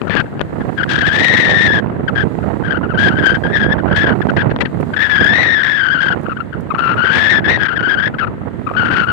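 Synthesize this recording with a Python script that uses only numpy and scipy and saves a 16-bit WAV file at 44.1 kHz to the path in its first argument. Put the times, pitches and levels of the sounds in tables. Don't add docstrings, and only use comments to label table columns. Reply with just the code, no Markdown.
import sys
import numpy as np
from scipy import signal
from scipy.fft import rfft, irfft, next_fast_len
from scipy.io import wavfile
from scipy.ndimage import uniform_filter1d

SR = 44100
rng = np.random.default_rng(int(sys.argv[2]) if len(sys.argv) > 2 else 0)


def generate_wav(signal):
    frames = np.transpose(np.atleast_2d(signal))
    scaled = np.clip(frames, -1, 1) * 32767
    pcm = np.round(scaled).astype(np.int16)
    wavfile.write(sys.argv[1], SR, pcm)


N = 402191
TIME = np.arange(N) / SR
USUAL_HZ = 1600
# (frequency [Hz], relative level [dB])
AIR_RUSH = [(150, -10), (400, 4), (1000, 8.5), (1400, 8.5), (2100, 2), (2600, 8), (3300, -0.5), (3800, -10),
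            (4400, -6), (6000, -38.5), (9000, -53)]


def squeal(wind_db, wander=.028, jitter=.01716, full_db=-8, rasp_ratio=1.14):
    # (multiple of the pitch, level [dB])
    harmonics = [(1, 0), (2, -15), (3, -30.5), (4, -46)]
    # (frequency [Hz], relative level [dB])
    air_hiss = [(1500, -1.5), (3300, 18), (4500, 6.5), (6000, -1.5), (8000, -10), (10000, -21),
                (13000, -28), (16000, -34.5)]
    pitch, strength, hiss = airflow()
    slow_air = np.clip((1850 - pitch) / 350, 0, 1)
    gust = .658 * drift(63.3) + .75 * kicks(rate=80, decay_s=.00796)
    shedding = np.sin(phase_of(95 * (1 + .25 * drift(24.66))))
    throb = shedding * np.clip(.716 + .6 * drift(7.1), 0, 2)
    sway = wander * (.45 + .652 * slow_air) * gust + .028 * throb + jitter * drift(441)
    phase = phase_of(pitch * (1 + sway))
    spurts = np.minimum(.77 * kicks(rate=170, decay_s=.0067) + .5 * gust + .5 * throb, 1.75)
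    hard_wind = np.clip(wind_db + 33.5, 0, 20)
    feeble = np.clip(1 - strength / from_db(full_db + 3.5), 0, 1)
    roughness = .2 * from_db(4.4 * spurts + hard_wind + 5.7 * feeble)
    swirl = 1 + roughness * (drift(190) + 1j * drift(180))
    rough_phase = phase + .76 * np.arctan2(swirl.imag, abs(swirl.real))
    flutter_depth = -1.1 + 7 * (.35 * slow_air + .71 * feeble)
    flutter = from_db(flutter_depth * (.13 * gust + 1.9 * drift(96)))
    tremble = np.tanh(.84 * abs(swirl) * flutter) * from_db(.33 * throb)
    envelope = strength * tremble / np.sqrt(uniform_filter1d(tremble ** 2, size=1100) + 1e-9)
    swing = (envelope / from_db(full_db)) ** .33
    wave = sum(from_db(db) * swing ** (k - 1) * np.sin(k * rough_phase) for k, db in harmonics)
    tone = np.sqrt(2) * envelope * wave
    skirt = np.real((drift(290) + 1j * drift(500)) * np.exp(1j * rasp_ratio * phase))
    rasp_gain = from_db(-9 + .97 * hard_wind + 2.7 * feeble) * strength ** .79 * hiss ** .44
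    rasp = rasp_gain * skirt * rms_one(from_db(5.5 * spurts))
    rush_gain = from_db(-6.5 + 1.02 * hard_wind) * np.sqrt(strength * hiss)
    rush = rush_gain * noise(AIR_RUSH) * rms_one(from_db(2 * spurts))
    spray = from_db(8.5) * hiss * noise(air_hiss) * rms_one(from_db(4 * spurts))
    return filtered(tone + rasp, "low", 7500, order=3) + rush + spray


def airflow(catch_s=.0014, die_s=.0034, chirp_arch=.06, puffs_per_s=24):
    # (time [s], pitch [Hz], level [dB], hiss level [dB])
    squeals = [
        [(0.892, 1558, -16, -33), (1.012, 1650, -9, -33), (1.034, 1580, -10.5, -46), (1.084, 1710, -10, -29.5),
         (1.113, 1616, -12, -38.5), (1.215, 1860, -10, -29.5), (1.287, 1898, -7.5, -31.5),
         (1.489, 1837, -9.5, -33.5), (1.54, 1774, -9, -34.5), (1.62, 1835, -7.5, -32.5),
         (1.794, 1673, -11, -40.5)],
        [(2.975, 1470, -11, -40), (3.005, 1680, -9.5, -31.5), (3.077, 1588, -7.5, -35),
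         (3.143, 1490, -17.5, -60), (3.187, 1607, -12.5, -57), (3.223, 1552, -17, -61), (3.259, 1566, -5, -38),
         (3.368, 1635, -12.5, -44)],
        [(3.52, 1810, -19.5, -58), (3.568, 1733, -5.5, -38), (3.65, 1600, -12, -51), (3.688, 1660, -22.5, -73),
         (3.73, 1600, -8.5, -63), (3.743, 1565, -19.5, -61)],
        [(3.895, 1525, -21.5, -63), (3.937, 1535, -10.5, -63), (3.949, 1628, -12.5, -53),
         (3.967, 1596, -11, -30.5), (4.035, 1698, -10.4, -47), (4.129, 1488, -13.5, -66)],
        [(4.965, 1742, -9, -51), (5.122, 1723, -8, -44), (5.174, 1636, -8.4, -48.5), (5.254, 1644, -7.4, -49.5),
         (5.426, 1975, -9, -40), (5.438, 1865, -9.5, -46), (5.543, 1818, -8, -49), (5.623, 1620, -11, -70),
         (5.649, 1734, -9.3, -43), (5.769, 1723, -11, -42), (5.835, 1543, -9, -69), (5.939, 1580, -9.5, -49),
         (5.992, 1460, -13, -54.5), (6.018, 1600, -9.5, -40), (6.138, 1522, -12, -48)],
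        [(6.781, 1400, -10.5, -49), (6.91, 1396, -10, -62), (6.944, 1263, -15.4, -62), (6.966, 1368, -16, -63),
         (6.992, 1433, -10.5, -62.5), (7.11, 1564, -8.5, -45), (7.138, 1671, -10.5, -31),
         (7.309, 1770, -7, -36.5), (7.337, 1720, -6.7, -60), (7.351, 1794, -7.5, -38), (7.393, 1634, -9.5, -55)],
        [(7.441, 1660, -15.1, -64.5), (7.477, 1660, -6, -50), (7.519, 1947, -9.5, -40), (7.577, 1800, -12, -64),
         (7.585, 1589, -17.5, -69), (7.627, 1654, -9, -53), (7.75, 1425, -16, -69), (7.756, 1750, -10.5, -55),
         (7.806, 1478, -13, -62), (7.944, 1670, -8.5, -47.5), (7.958, 1502, -11, -73),
         (8.082, 1752, -12.0, -52)],
        [(8.766, 1520, -8, -53), (8.898, 1400, -14.5, -61), (8.916, 1543, -13, -40), (9.02, 1447, -9.5, -45),
         (9.055, 1352, -15.2, -58), (9.073, 1496, -13, -62), (9.117, 1420, -10, -50.5)],
    ]
    notes = [(curve, 0) for curve in squeals] + [(curve, chirp_arch) for curve in chirps()]
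    pitch_sum, weight = np.full(N, USUAL_HZ * 1e-6), np.full(N, 1e-6)
    strength, hiss = np.zeros((2, N))
    for curve, arch in notes:
        start, end = curve[0][0], curve[-1][0]
        near = slice(max(0, int((start - .03) * SR)), int((end + .06) * SR))
        t = TIME[near]
        hz, level_db, hiss_db = follow(curve, t)
        gate = 1 / (1 + np.exp((start - t) / catch_s) + np.exp((t - end) / die_s - 1))
        place = np.clip(2 * (t - start) / (end - start) - 1, -1, 1)
        blow = gate * from_db(level_db)
        pitch_sum[near] += blow ** 2 * hz * (1 + arch * (1 / 3 - place ** 2))
        weight[near] += blow ** 2
        strength[near] = np.maximum(strength[near], blow)
        hiss[near] = np.maximum(hiss[near], gate * from_db(hiss_db))
    pitch = pitch_sum / weight
    puffs = np.sin(phase_of(puffs_per_s * (1 + .4 * drift(12)))) * (USUAL_HZ / pitch) ** 2
    lost = stumbles()
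    bend = 1 + .02216 * puffs - .05 * lost
    gain = from_db(.9 * puffs - 10.5 * lost)
    return pitch * bend, strength * gain, hiss * gain


def chirps(fall=.07, stray_count=30, hiss_db_per_hz=.0611):
    # (start [s], length [s], pitch [Hz], level [dB])
    puffs = [(0.07, .02, 1415, -20.5), (0.102, 0.045, 1720, -16.5), (0.159, .051, 1620, -11.5),
             (0.406, 0.011, 1600, -19.5), (0.604, .022, 1590, -27), (0.777, 0.041, 1570, -12.5),
             (0.831, 0.0067, 1610, -7.5), (0.876, .015, 1620, -22.5), (2.079, 0.014, 1480, -10),
             (2.155, 0.051, 1590, -12), (2.203, 0.026, 1710, -11.5), (2.637, 0.062, 1530, -19.5),
             (2.692, 0.059, 1520, -14), (2.748, .035, 1490, -18), (2.832, .024, 1450, -18),
             (2.893, 0.034, 1460, -18.5), (2.945, .018, 1540, -17.5), (3.436, 0.037, 1600, -15.5),
             (3.476, 0.037, 1670, -23), (3.78, 0.029, 1535, -22.5), (3.876, .013, 1460, -19.5),
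             (4.215, .012, 1650, -16), (4.29, 0.0087, 1590, -9.5), (4.367, .011, 1710, -10),
             (4.386, .041, 1620, -13.5), (4.503, .014, 1690, -20.5), (4.607, .012, 1950, -10.5),
             (4.652, 0.015, 1670, -18.5), (4.936, 0.01, 1560, -13.5), (6.26, 0.013, 1330, -15),
             (6.294, 0.035, 1350, -17.5), (6.36, 0.0264, 1400, -22.5), (6.395, 0.019, 1400, -15.5),
             (6.528, 0.016, 1420, -21), (6.704, 0.017, 1230, -12), (6.743, .019, 1270, -13),
             (8.14, 0.01, 1400, -19), (8.183, .032, 1520, -13.5), (8.216, .03, 1380, -11.5),
             (8.27, .008, 1370, -16.5), (8.417, .01, 1289, -25.5), (8.667, 0.01, 1300, -11.5),
             (8.689, .026, 1261, -20), (8.737, .018, 1290, -17)]
    strays = [(when * N / SR, .012 * (.5 + length), 1480 * (.9 + .2 * high), -30 + 10 * (loud - .5))
              for when, length, high, loud in rng.random((stray_count, 4))]
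    curves = []
    for start, length, hz, db in puffs + strays:
        hiss_db = db - 37.5 + hiss_db_per_hz * (hz - USUAL_HZ)
        curves.append([(start, hz * (1 + fall / 2), db, hiss_db),
                       (start + length, hz * (1 - fall / 2), db, hiss_db)])
    return curves


def stumbles():
    # (time [s], length [s])
    gaps = [(0.976, 0.0078), (1.002, 0.013), (3.103, 0.014), (3.148, 0.017), (3.336, 0.014), (3.591, 0.026),
            (3.909, 0.007), (3.944, 0.012), (4.056, 0.008), (4.112, 0.0106), (4.987, 0.0084),
            (5.084, 0.024), (6.817, 0.011), (6.956, 0.016), (7.475, 0.0124), (7.577, 0.015), (7.679, 0.009),
            (7.756, 0.012), (7.786, 0.007), (7.816, 0.008), (7.959, 0.016), (9.065, 0.012)]
    lost = np.zeros(N)
    for s, length in gaps:
        near = slice(int((s - 2 * length) * SR), int((s + 2 * length) * SR))
        lost[near] += swell(TIME[near], s, .6 * length)
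    return lost


def buffeting(level_db, bright_db, lump_db, crackle_db, eddy_rate):
    # (frequency [Hz], relative level [dB])
    rumble = [(35, -37.5), (50, -16.5), (80, -3), (130, 1), (220, -2), (350, -6), (600, -11.5),
              (1000, -18.5), (1600, -25.5), (2200, -35), (3200, -52), (4500, -61), (6000, -73)]
    eddies = 2.3 * np.tanh((1.2 * drift(eddy_rate) + .71 * kicks(eddy_rate, decay_s=.026)) / 2.5)
    wind = 0
    for hz, band in noise_bands(rumble):
        height = np.clip(np.log(hz / 220) / np.log(1400 / 220), 0, 1)
        lumps = rms_one(from_db((lump_db + crackle_db * height) * eddies))
        wind = wind + band * lumps * from_db(bright_db * height)
    mean_force = np.sqrt(uniform_filter1d(wind ** 2, size=3000) + 1e-12)
    return filtered(from_db(level_db) * wind / mean_force ** .32, "low", 4500, order=4)


def thumps(port, edge_db):
    # (time [s], level [dB], centre frequency [Hz], port)
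    hits = [(0.017, -4, 313, "left"), (0.098, -0.5, 490, "left"), (0.153, 1.5, 470, "left"),
            (0.395, -8, 556, "left"), (0.409, -2.5, 990, "left"), (0.414, 2.5, 425, "left"),
            (1.494, 2, 548, "right"), (1.862, -2, 671, "right"), (2.389, -1, 499.7, "right"),
            (2.947, -4, 354.4, "right"), (3.836, -1.5, 580, "right"), (4.27, 3, 644.6, "right"),
            (4.338, -4, 597, "right"), (4.563, 1, 1094, "left"), (4.589, -8, 605, "left"),
            (4.622, -6.5, 369, "left"), (4.659, -5.5, 281, "left"), (4.811, -5.5, 415, "right"),
            (5.386, -3.5, 697, "right"), (6.286, -3, 423, "right"), (6.74, -6, 478.5, "right"),
            (6.793, -4.5, 862, "left"), (7.511, -1.5, 540, "right"), (7.575, -3.5, 639.7, "left"),
            (8.714, -3.5, 543.2, "right"), (8.83, -2.5, 784, "right")]
    out, ragged = np.zeros(N), noise(AIR_RUSH)
    for s, db, hz, side in hits:
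        if side == port:
            near = np.flatnonzero(abs(TIME - s) < .012)
            cycles = (TIME[near] - s) * hz
            wave = np.sin(2 * np.pi * (cycles + rng.random())) + from_db(edge_db) * ragged[near]
            out[near] += from_db(db) * swell(cycles, 0, .38) * wave
    return out


def road(pass_s=.26):
    # (frequency [Hz], relative level [dB])
    road_roar = [(30, -13.5), (100, 7), (300, 6), (700, -28.5), (1100, -7), (1600, -5), (2050, -9),
                 (2300, -17.5), (3200, -22), (4200, -36), (6000, -60.5)]
    # (frequency [Hz], relative level [dB])
    tyre_hiss = [(2000, 4), (4200, 5), (5700, -6.5), (6800, -1.5), (8400, -1.5), (9200, -8.5), (12200, -8),
                 (13300, -12.5), (16000, -20)]
    # (time [s], reflection level [dB])
    parked_cars = [(0.05, -60.5), (0.76, -59), (1.5, -63), (2.42, -60), (3.3, -59.5), (4.15, -60.5),
                   (5.0, -58), (6.149, -64), (6.98, -62.5), (7.9, -69.5), (8.92, -61)]
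    reflected_power = sum(from_db(db) ** 2 * swell(TIME, s, pass_s) for s, db in parked_cars)
    hiss_gain = np.sqrt(from_db(-67.5) ** 2 + reflected_power)
    roar = from_db([[-37], [-36]]) * np.array([noise(road_roar), noise(road_roar)])
    hiss = hiss_gain * from_db([[2.5], [5.5]]) * np.array([noise(tyre_hiss), noise(tyre_hiss)])
    return roar + hiss


def rattles(decay_s=.0062, band_hz=(4500, 13000)):
    # (time [s], level [dB])
    ticks = [(1.491, -48), (4.806, -39), (6.213, -50), (6.232, -46), (6.607, -45)]
    snaps = np.zeros(N)
    for s, db in ticks:
        snaps[round(s * SR)] = from_db(db)
    fizz = filtered(rng.standard_normal((2, N)), "band", band_hz, order=2)
    return from_db(-1.5) * die_away(snaps, decay_s) * fizz


def kicks(rate, decay_s):
    births = (rng.random(N) < rate / SR) * (.5 + rng.random(N))
    train = die_away(births, decay_s)
    train = uniform_filter1d(uniform_filter1d(train, size=50), size=50)
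    return rms_one(train - train.mean())


def drift(rate):
    pole = np.exp(-16 * np.pi * rate / SR)
    slow = signal.lfilter([1], [1, -2 * pole, pole * pole], rng.standard_normal(N // 8 + 4002))[4000:]
    return np.interp(np.arange(N) / 8, np.arange(len(slow)), rms_one(slow))


def noise_bands(spectrum):
    points_hz, points_db = np.transpose(spectrum)
    edges = 22 * 2 ** (np.arange(20) / 2)
    white, bands = rng.standard_normal((2, N)), []
    for k, (low, high) in enumerate(zip(edges, edges[1:])):
        hz = np.sqrt(low * high)
        if high > points_hz[0] and low < points_hz[-1]:
            gain = from_db(np.interp(np.log(hz), np.log(points_hz), points_db))
            bands.append((hz, gain * filtered(white[k % 2], "band", [low, high], order=3)))
    total = np.sqrt(sum(np.mean(band ** 2) for hz, band in bands))
    return [(hz, band / total) for hz, band in bands]


def noise(spectrum):
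    points_hz, points_db = np.transpose(spectrum)
    size = next_fast_len(N)
    hz = np.maximum(np.fft.rfftfreq(size, 1 / SR), 1)
    inside = np.clip(hz, points_hz[0], points_hz[-1])
    roll_off = np.minimum(hz / inside, inside / hz) ** 4
    gain = from_db(np.interp(np.log(hz), np.log(points_hz), points_db)) * roll_off
    return rms_one(irfft(gain * rfft(rng.standard_normal(size)), size)[:N])


def filtered(x, kind, hz, order):
    return signal.sosfilt(signal.butter(order, hz, kind, fs=SR, output="sos"), x)


def die_away(impulses, decay_s):
    return signal.lfilter([1], [1, -np.exp(-1 / (decay_s * SR))], impulses + 1e-18)


def swell(t, centre, half_length):
    return np.exp(-((t - centre) / half_length) ** 2)


def follow(curve, t):
    knots, *columns = np.transpose(curve)
    return [np.interp(t, knots, column) for column in columns]


def phase_of(hz):
    return 2 * np.pi * np.cumsum(hz) / SR


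def from_db(db):
    return 10 ** (np.asarray(db) / 20)


def rms_one(x):
    return x / np.sqrt(np.mean(x ** 2) + 1e-20)


def scene():
    # (time [s], level [dB])
    wind_left = [(0.0, -20), (0.19, -13), (0.3, -31), (0.4, -15), (0.51, -27.0), (1.84, -32.5), (1.93, -23),
                 (2.14, -30), (3.88, -32), (4.6, -18), (4.71, -22.5), (6.55, -32), (7.17, -23.5),
                 (7.26, -26), (7.57, -21.5), (7.89, -27), (8.29, -23), (8.59, -35), (8.91, -21.5),
                 (9.12, -27)]
    # (time [s], level [dB], relative brightness [dB])
    wind_right = [(0.0, -30, -7), (0.19, -28, -16), (0.61, -18, -14), (1.84, -14.5, -11),
                  (2.04, -16, -16.5), (3.48, -11.5, -11.5), (4.5, -11.5, -13), (4.71, -22, -22),
                  (4.81, -10.5, -11), (5.11, -29, -23.5), (5.22, -13, -14), (5.52, -20, -4.5),
                  (5.62, -32, -19), (6.13, -18.5, -7.5), (6.45, -22, -21), (6.96, -16.5, -12),
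                  (7.06, -21.5, -11.5), (7.47, -15, -11), (7.68, -29, -20), (7.77, -19, -9),
                  (8.19, -21, -15.5), (9.12, -17.5, -18)]
    left_db, = follow(wind_left, TIME)
    right_db, right_bright_db = follow(wind_right, TIME)
    whistle = squeal(left_db)
    left_flicker_db, right_flicker_db = 1.5 * drift(9), .8 * drift(9)
    left = buffeting(left_db + left_flicker_db - 1.5, bright_db=0,
                     lump_db=4, crackle_db=2.5, eddy_rate=92)
    right = buffeting(right_db + right_flicker_db - .3, bright_db=right_bright_db + right_flicker_db + 14,
                      lump_db=3.5, crackle_db=4.5, eddy_rate=99)
    left = left + thumps("left", edge_db=-8) + whistle
    right = right + thumps("right", edge_db=-27) + from_db(-51) * whistle
    return np.array([left, right]) + road() + rattles()


def record(dry, cutoff_hz=15800):
    trimmed = filtered(dry, "high", 42, order=3)
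    rounded = trimmed / (1 + trimmed ** 10) ** (1 / 10)
    return signal.sosfilt(signal.ellip(10, .1, 80, cutoff_hz, fs=SR, output="sos"), rounded)


dry = scene()
out = record(dry)
generate_wav(out)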